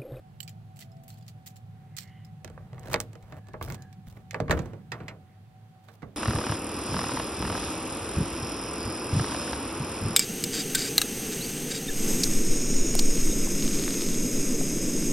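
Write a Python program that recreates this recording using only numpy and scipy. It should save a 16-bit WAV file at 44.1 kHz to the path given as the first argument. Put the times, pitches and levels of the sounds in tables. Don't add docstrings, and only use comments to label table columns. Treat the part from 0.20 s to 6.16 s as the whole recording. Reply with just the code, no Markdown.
import sys
import numpy as np
from scipy import signal
from scipy.fft import rfft, irfft
from scipy.io import wavfile
from scipy.ndimage import uniform_filter1d

SR = 44100
rng = np.random.default_rng(int(sys.argv[2]) if len(sys.argv) > 2 else 0)


def wav_record(signal):
    frames = np.transpose(np.atleast_2d(signal))
    bounded = np.clip(frames, -1, 1)
    quanta = np.round(bounded * 32767).astype(np.int16)
    wavfile.write(sys.argv[1], SR, quanta)


N = 262836
TIME = np.arange(N) / SR


def gain_of(db):
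    return 10 ** (np.asarray(db) / 20)


def evened(x):
    return x / np.sqrt(np.mean(x ** 2) + 1e-20)


def read(points, hz):
    point_hz, value = np.transpose(points)
    return np.interp(np.log(hz + 1), np.log(point_hz + 1), value)


def at(points, seconds):
    return np.interp(seconds, *np.transpose(points))


def coloured(x, points):
    hz = np.fft.rfftfreq(x.shape[-1], 1 / SR)
    return irfft(rfft(x) * gain_of(read(points, hz)), x.shape[-1])


def add(mix, start_s, pair, pan_db):
    part = mix[:, round(start_s * SR):][:, :pair.shape[1]]
    panned = pair * gain_of([[pan_db / 2], [-pan_db / 2]])
    part += panned[:, :part.shape[1]]


def pair_of(a, b, likeness):
    likeness = np.clip(likeness, 0, 1)
    return np.array([a, likeness * a + np.sqrt(1 - likeness ** 2) * b])


def fuzzy_tone(hz, width_hz, steady=0):
    turn = np.exp(2j * np.pi * np.cumsum(hz) / SR)
    decay = np.exp(-np.pi * width_hz / SR)
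    slow = rng.standard_normal(len(hz)) + 1j * rng.standard_normal(len(hz))
    for _ in range(2):
        slow = signal.lfilter([1 - decay], [1, -decay], slow)
    return evened((turn * (steady + slow / np.std(slow))).real)


# start in seconds, then relative levels in dB of
# the middle (2 kHz), treble (7.5 kHz), body (500 Hz) and bass (120 Hz).
KNOCKS = [(2.246, -29.5, -35.5, -38.5, -36), (2.277, -34, -50, -42, -54), (2.2995, -45, -52, -39, -48),
          (2.377, -37.5, -76, -36, -53), (2.5306, -38.5, -57, -36.5, -59), (2.545, -47, -61, -45, -46),
          (2.5805, -36, -69, -48, -54), (2.5948, -65, -42, -58, -48.5), (2.7315, -25, -22, -21.5, -54),
          (2.7413, -5, -24, -17.5, -30), (2.7592, -20, -43, -24.5, -44), (2.8023, -23.5, -20.5, -37, -46),
          (2.811, -53.5, -29.5, -55, -58), (2.931, -42, -49.5, -49, -64), (2.9536, -41.5, -52, -40, -52),
          (3.0256, -48, -53, -74, -34.5), (3.1228, -35, -54, -41, -47), (3.2696, -50, -57, -64, -41),
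          (3.2849, -44.5, -52.5, -44, -47), (3.3339, -43.5, -54, -52, -33), (3.3402, -30.5, -88, -30, -67),
          (3.4123, -25, -61, -32.5, -43), (3.4782, -34, -61, -36.5, -40.5), (3.5013, -26, -57, -36, -33.5),
          (3.5223, -37, -38, -38, -35), (3.5441, -37, -38, -49, -41.5), (3.6217, -43, -44.5, -76.5, -54),
          (3.7278, -46.5, -48.5, -76, -54.5), (3.8705, -47, -69, -61, -33.5),
          (3.969, -41, -75, -43.5, -50.5), (4.109, -25, -37.5, -76, -49), (4.1315, -43.5, -49, -38, -62),
          (4.144, -17, -44, -25, -67), (4.1603, -41, -60, -30.5, -43.5), (4.2017, -23.5, -40.5, -21, -20.5),
          (4.2808, -26.5, -56.5, -33.5, -31), (4.2959, -20, -45, -25, -14.5), (4.3086, -7, -24, -19, -18),
          (4.3155, -30, -28, -40, -40), (4.3254, -21, -40.5, -20.5, -24.5), (4.375, -27.5, -49, -31, -27.5),
          (4.3912, -28.5, -39.5, -32, -33.5), (4.4195, -56, -54, -48.5, -29),
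          (4.4574, -45, -51, -37.5, -37.5), (4.5332, -45.5, -59.5, -36.5, -42),
          (4.7183, -19, -37.5, -39.5, -41.5), (4.8028, -37, -63, -39, -39.5),
          (4.8813, -26, -41, -46, -44.5), (4.909, -41, -73, -42, -58), (5.685, -41.5, -57, -51, -69),
          (5.8202, -42, -58, -46, -51), (5.8276, -40.5, -65, -38, -38)]
# pitch in Hz, boost in dB.
DOOR_MODES = [(75, 0), (115, 5), (150, 7), (195, 11), (258, -14), (315, -4), (465, 11.5), (525, 6),
              (615, 10.5), (812, -2), (1150, 8), (1700, 0), (2240, 0)]
# pitch in Hz, relative level in dB.
PANEL_SPECTRUM = [(30, -9), (60, -5.5), (100, -5.5), (400, -5.5), (1200, -7), (2200, -4.5), (3000, -7),
                  (4300, 2), (5500, 2), (8000, 6.5), (10500, -5), (14000, 0)]
# pitch in Hz, time to fall 60 dB in seconds.
CRACK_T60 = [(30, 0.32), (200, .08), (700, 0.033), (2000, 0.013), (5000, 0.0058), (15000, 0.014)]
RING_T60 = [(30, 0.13), (200, 0.58), (700, 0.26), (2000, 0.1), (5000, 0.07), (15000, 0.085)]
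# time in seconds, ring in dB.
RINGING = [(2.2, -16.5), (2.8, -16.5), (3.1, -7), (4.1, -12), (4.45, -7.5), (4.7, -3.5), (5.96, -3.5)]
# time in seconds, left over right in dB.
KNOCK_PAN = [(2.2, -3), (2.8, 1), (4.0, -1.5), (4.31, 1), (4.45, -5), (4.75, 1), (5.96, -4.5)]


def door():
    out, t = np.zeros((2, N)), np.arange(SR // 3) / SR
    crowd_hz = np.geomspace(28, 15800, num=420) * rng.uniform(0.97, 1.01, size=420)
    strong_hz, strong_db = np.transpose(DOOR_MODES)
    hz = np.r_[crowd_hz, strong_hz]
    mode_db = read(PANEL_SPECTRUM, hz) + np.r_[0 * crowd_hz, strong_db]
    modes = gain_of(mode_db)[:, None] * np.sin(2 * np.pi * hz[:, None] * t)
    build_s = read([(60, 0.0091), (600, 0.00053), (5000, 0.00034)], hz)
    modes *= 1 - np.exp(-t / build_s[:, None])
    crack = modes * gain_of(-60 * t / read(CRACK_T60, hz)[:, None])
    ring = modes * gain_of(-60 * t / read(RING_T60, hz)[:, None])
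    likeness = read([(100, 1.0), (1000, 0.73), (5000, 0.48)], hz)
    fade = signal.windows.tukey(2 * len(t), .2)[len(t):]
    for start_s, mid_db, treble_db, body_db, bass_db in KNOCKS + pins(count=9):
        ring_db = at(RINGING, start_s)
        spectrum = [(25, bass_db - 15), (120, bass_db), (500, body_db),
                    (2000, mid_db), (7500, treble_db), (14000, treble_db - 3)]
        blow = gain_of(read(spectrum, hz))
        dulled = gain_of(ring_db + read([(60, 3.5), (300, 2.0), (3000, -1.5), (8000, -9.5)], hz))
        where = blow * pair_of(*rng.standard_normal((2, len(hz))), likeness)
        sound = (where + 0.2 * blow) @ crack + dulled * where @ ring
        sound *= 1 - np.exp(-t / (0.0011 * gain_of(ring_db)))
        add(out, start_s, gain_of(-16) * sound * fade, at(KNOCK_PAN, start_s))
    return out


PINS_FROM_S, PIN_GAP_S, PIN_SCATTER_S = 2.633, 0.013, .003
PIN_DB, PIN_RISE_DB, PIN_SCATTER_DB = -46.5, 2, 2
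PIN_TREBLE_DB, PIN_BODY_DB, PIN_BASS_DB = -9, -2.5, 0


def pins(count):
    k = np.arange(count)
    time_scatter, *level_scatter = rng.standard_normal((5, count))
    starts_s = PINS_FROM_S + PIN_GAP_S * k + PIN_SCATTER_S * time_scatter
    tilt_db = np.array([[0], [PIN_TREBLE_DB], [PIN_BODY_DB], [PIN_BASS_DB]])
    levels_db = PIN_DB + PIN_RISE_DB * k + tilt_db + PIN_SCATTER_DB * np.array(level_scatter)
    return list(zip(starts_s, *levels_db))


# start and end in seconds, body level in dB at start
# and at end, fizz over the body in dB at start and at end, rumble over the body in dB.
RUBS = [(2.24, 2.5, -62, -64, -20, -34, 9), (2.49, 2.75, -64.5, -44.5, -27, 1, 2.5),
        (2.81, 2.887, -63, -78, 15, -18, 8.5), (2.89, 3.203, -73, -50, -12, -13.5, 3.5),
        (3.408, 3.56, -48, -54, 3.5, 2, 11.5), (3.554, 3.665, -58, -66, -11, -13, 11),
        (3.86, 4.027, -64.5, -63.5, 7, -12, 11), (4.15, 4.29, -55, -59, -26, -26, -1),
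        (4.316, 4.634, -42, -65, -13, -36, 5.5), (4.731, 5.0, -45.5, -67.5, -24, -31, -3),
        (5.63, 5.768, -70, -64.5, 3, 0, 2), (5.82, 5.952, -58, -73, -14, -22, -5)]
# pitch in Hz, relative level in dB per Hz.
RUB_BODY = [(100, -29), (180, -6), (630, -4), (1000, -9), (1900, -14.5), (4000, -35), (6000, -50)]
RUB_FIZZ = [(1200, -27.5), (2500, -2.5), (8500, -5.5), (10500, -6), (13600, -4), (16000, -2)]
RUB_RUMBLE = [(15, -24), (35, -5), (80, 4), (130, 6.5), (200, -13.5), (300, -40.5)]
RUB_EDGE_S = .015


def rubbing():
    strength = gain_of(3.9 * np.minimum(rng.exponential(1, N), 3))
    slips = strength * (rng.random(N) < 350 / SR)
    slip_decay = gain_of(-60 * np.arange(600) / SR / 0.0048)
    grain = evened(signal.oaconvolve(slips, slip_decay)[:N])
    a, b, c, d, e = rng.standard_normal((5, N))
    body = evened(coloured(pair_of(a, b, .9) * (1.4 + grain), RUB_BODY))
    fizz = evened(coloured(pair_of(c, d, 0.24) * (0.16 + grain), RUB_FIZZ))
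    rumble = evened(coloured(e, RUB_RUMBLE))
    gains = np.zeros((3, N))
    for start, end, from_db, to_db, fizz_from_db, fizz_to_db, rumble_db in RUBS:
        inside = np.clip(np.minimum(TIME - start, end - TIME) / RUB_EDGE_S, 0, 1)
        db = np.interp(TIME, [start, end], [from_db, to_db])
        fizz_db = np.interp(TIME, [start, end], [fizz_from_db, fizz_to_db])
        gains += inside * gain_of([db, db + fizz_db, db + rumble_db])
    return body * gains[0] + fizz * gains[1] + rumble * gains[2]


# pitch in Hz, left over right in dB.
MIC_BALANCE = [(60, 5), (130, -1.5), (290, -1.5), (640, -2.5), (1410, -3), (3100, -6.5), (6820, -5.5),
               (15000, 4.5)]
# pitch in Hz, radians by which the left leads.
MIC_PHASE = [(400, 0), (1800, 1), (2500, 1), (3700, -1.5), (8000, -2), (16000, -2.5)]


def ports(x):
    hz = np.fft.rfftfreq(N, 1 / SR)
    half = gain_of(read(MIC_BALANCE, hz) / 2) * np.exp(.5j * read(MIC_PHASE, hz))
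    return irfft(rfft(x) * np.array([half, 1 / half]), N)


# start in seconds, relative level in dB, rattle after it in dB,
# left over right in dB, loudest ring in Hz.
JINGLES = [(0.204, -28, -26, -10, 3000), (0.2296, -37.5, -18, -7.5, 7800), (0.2776, -32.5, -10, -9, 2390),
           (0.293, -43, -15, 10, 7550), (0.56, -53, 5.5, -7, 7120), (0.5908, -40, 1, -2, 11900),
           (0.6084, -38.5, 1.5, -8, 4290), (0.6232, -38, -13, -5, 1990), (0.7178, -56, -10, 0, 5200),
           (0.768, -55, -16, -6, 2000), (0.8347, -57.5, 0, 2, 12300), (0.88, -45.5, 0.5, -1, 12400),
           (0.9025, -44, 0, -5.5, 4200), (1.0803, -37.5, -5, -4, 4470), (1.261, -41, 7.5, -3.5, 6830),
           (1.359, -48, 2.5, -2, 5430), (1.7664, -33, -4, -9.5, 6300), (1.7718, -37, -16, -9, 1980),
           (1.782, -37, 6, -5, 5300), (1.7974, -41, 3, -9, 4370), (1.8229, -42, 0.5, -12, 4250),
           (1.874, -53.5, 1.5, -9, 2020), (2.048, -48, -8, 0, 5080)]
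# pitch in Hz before a small random shift, relative level in dB.
KEY_MODES = [(2000, -12), (3000, -5), (4300, -3.5), (4650, -5), (5300, -29), (6800, -5.5), (7300, 2.5),
             (7850, -2), (9000, -4.5), (10800, -14), (12000, 2), (12700, -17), (13600, 0)]
RATTLE_T60_S = 0.083
KEY_TREBLE_DB, TREBLE_DB_PER_OCTAVE = -12.5, 5


def keys():
    out, t = np.zeros((2, N)), np.arange(SR // 5) / SR
    lead = 200
    mode_hz, mode_db = np.transpose(KEY_MODES)
    crack = (1 - np.exp(-t / 0.00046)) * gain_of(-60 * t / 0.015) + 0.056 * gain_of(-60 * t / 0.12)
    for start_s, db, rattle_db, pan_db, loudest_hz in JINGLES + sway(count=10):
        rattle = gain_of(rattle_db - 60 * t / RATTLE_T60_S) * rng.uniform(0.19, 1, len(t))
        touches = rattle * (rng.random(len(t)) < 400 / SR)
        touches[0] = 1
        hz = np.r_[mode_hz * rng.uniform(0.99, 1.04, len(mode_hz)), loudest_hz]
        struck_db = np.r_[mode_db, 4]
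        t60s = 0.039 * rng.uniform(0.5, 1.8, len(hz))
        decays = gain_of(struck_db[:, None] - 60 * t / t60s[:, None])
        modes = decays * np.sin(2 * np.pi * hz[:, None] * t)
        ring = pair_of(*rng.standard_normal((2, len(hz))), 0.098) @ modes
        ring = signal.fftconvolve(ring, touches[None])[:, :len(t)]
        cracks = signal.fftconvolve(touches, crack)[:len(t)]
        cracks = cracks * pair_of(*rng.standard_normal((2, len(t))), 0.11)
        treble_db = KEY_TREBLE_DB + TREBLE_DB_PER_OCTAVE * np.log2(loudest_hz / 3500)
        tilt = [(600, -28), (1800, -6.5), (2600, -4.5), (5500, -5),
                (8000, treble_db + 2), (10000, treble_db - 3), (13500, treble_db)]
        padded = np.pad(cracks + gain_of(-12.5) * ring, ((0, 0), (lead, 0)))
        sound = coloured(padded, tilt)[:, :len(t)]
        add(out, start_s - lead / SR, gain_of(db + 4) * sound, pan_db)
    return out


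SWAY_FROM_S, SWAY_TO_S, SWAY_DB = .9, 1.1, -58.5


def sway(count):
    return [(SWAY_FROM_S + a * (SWAY_TO_S - SWAY_FROM_S), SWAY_DB + 4 * b, -3, -8 * c, 3000 * 4 ** d)
            for a, b, c, d in rng.random((count, 4))]


# start and end
# in seconds, pitch in Hz, width in Hz, level in dB at the top of the swell, share of the time spent rising.
SWELLING_BANDS = [(1.446, 2.15, 1906, 1190, -71.5, 0.51), (1.721, 2.113, 2028, 350, -63, 0.27),
                  (1.778, 2.09, 2960, 403, -69, 0.58), (3.178, 3.34, 1700, 120, -67, 0.84),
                  (3.547, 3.757, 1676, 141, -63, .3), (5.046, 5.2, 1870, 706, -71.5, 0.55)]


def swelling_bands():
    out = np.zeros((2, N))
    for start, end, hz, width_hz, db, rise in SWELLING_BANDS:
        u = np.linspace(0, 1, round((end - start) * SR))
        swell = np.interp(u, [0, np.clip(rise, .05, .95), 1], [0, 1, 0]) ** 0.64
        band = gain_of(db) * swell * fuzzy_tone(np.full(len(u), hz), width_hz)
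        add(out, start, band * np.ones((2, 1)), -2.5)
    return out


# pitch in Hz, likeness from 0 to 1.
AIR_LIKENESS = [(30, 1), (200, 0.93), (800, 0.19), (2000, 0.18), (6000, 0.1), (15000, 0.058)]
# pitch in Hz, left over right in dB.
AIR_BALANCE = [(60, 1), (150, 0), (380, -2), (950, -7.5), (2380, -1.5), (5980, -3), (15000, 2.5)]
# time in seconds, samples by which the left lags.
AIR_LAG = [(0, 16.2), (1.4, 9.4), (1.8, 5), (5.96, 3.86)]


def wash(spectrum, level_db, size, patchy_db):
    hop = size // 4
    frames, hz = N // hop + 5, np.fft.rfftfreq(size, 1 / SR)
    a, b, c, d, patches = rng.standard_normal((frames, len(hz), 5)).T
    patches = uniform_filter1d(patches, size=9, axis=0)
    patches = evened(uniform_filter1d(patches, size=9, axis=1))
    z = pair_of(a + 1j * b, c + 1j * d, read(AIR_LIKENESS, hz)[:, None])
    lag = at(AIR_LAG, np.arange(frames) * hop / SR)
    z[0] *= np.exp(-2j * np.pi * hz[:, None] * lag / SR)
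    side_db = read(AIR_BALANCE, hz)[:, None] / 2
    z *= gain_of(read(spectrum, hz)[:, None] + patchy_db * patches + np.array([side_db, -side_db]))
    noise = signal.istft(z, nperseg=size, noverlap=size - hop)[1][:, :N]
    return evened(noise) * gain_of(level_db)


# pitch in Hz, relative level in dB per Hz.
HUM_SPECTRUM = [(15, -25.5), (30, -34), (50, -18.5), (75, -18.5), (90, -9.5), (110, 0), (130, -5.5),
                (160, -2.5), (200, -13.5), (230, -17), (265, -29), (400, -40), (600, -66)]
# time in seconds, level in dB.
HUM_LEVEL = [(0.0, -51), (0.26, -48.5), (2.21, -49.5), (2.75, -43.5), (3.15, -52.5), (4.5, -45),
             (5.33, -55), (5.96, -58.5)]


def hum():
    return wash(HUM_SPECTRUM, at(HUM_LEVEL, TIME), size=4096, patchy_db=1.5)


# pitch in Hz, relative level in dB per Hz.
AIR_SPECTRUM = [(140, -29.5), (230, 0), (261, -24), (295, -12.5), (709, -15.5), (749, -9.5), (944, -20),
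                (1350, -20.5), (3130, -26), (4470, -29.5), (5350, -33.5), (14800, -37.5), (16500, -43)]
AIR_DB, ECHO_DB, ECHO_T60_S = -63, -44, 0.59


def hiss():
    blow_power = np.zeros(N)
    for start_s, db, *_ in KNOCKS:
        blow_power[round(start_s * SR)] = gain_of(db + ECHO_DB) ** 2
    echo_power = signal.lfilter([1], [1, -gain_of(-60 / ECHO_T60_S / SR) ** 2], blow_power)
    level_db = 10 * np.log10(gain_of(AIR_DB) ** 2 + echo_power)
    return wash(AIR_SPECTRUM, level_db, size=1024, patchy_db=0.5)


# pitch in Hz, width in Hz, level in dB before it follows the hum.
TONES = [(105.7, 13, -54), (753.7, 15, -65), (836, 7.7, -84), (1335, 3.8, -95.5)]
# time of the top in seconds, pitch in Hz, level at the top in dB.
SWELLING_TONE = [(0.0, 665, -71), (0.36, 658, -68), (0.79, 668, -56.5)]
SWELL_DB_PER_S, FADE_DB_PER_S = 53, 63


def thin_tones():
    tones = sum(gain_of(db) * fuzzy_tone(np.full(N, hz), width_hz, steady=1.33)
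                for hz, width_hz, db in TONES)
    hum_db = at(HUM_LEVEL, TIME)
    tones = tones * gain_of(0.31 * (hum_db - hum_db.mean()))
    for top_s, hz, db in SWELLING_TONE:
        slope_db = np.minimum(SWELL_DB_PER_S * (TIME - top_s), FADE_DB_PER_S * (top_s - TIME))
        tones += np.sin(2 * np.pi * hz * TIME) * gain_of(db + slope_db)
    late = np.interp(TIME - at(AIR_LAG, TIME) / SR, TIME, tones)
    return np.array([late, tones]) * gain_of([[-1.5], [1.5]])


def scene():
    near = ports(door() + rubbing())
    background = hum() + hiss() + thin_tones()
    return near + keys() + swelling_bands() + background


EDGE_HZ = 15900


def record(dry):
    low_pass = signal.firwin(511, EDGE_HZ, window=("kaiser", 9), fs=SR)
    return signal.oaconvolve(dry, low_pass[None], "same")


dry = scene()
out = record(dry)
wav_record(out)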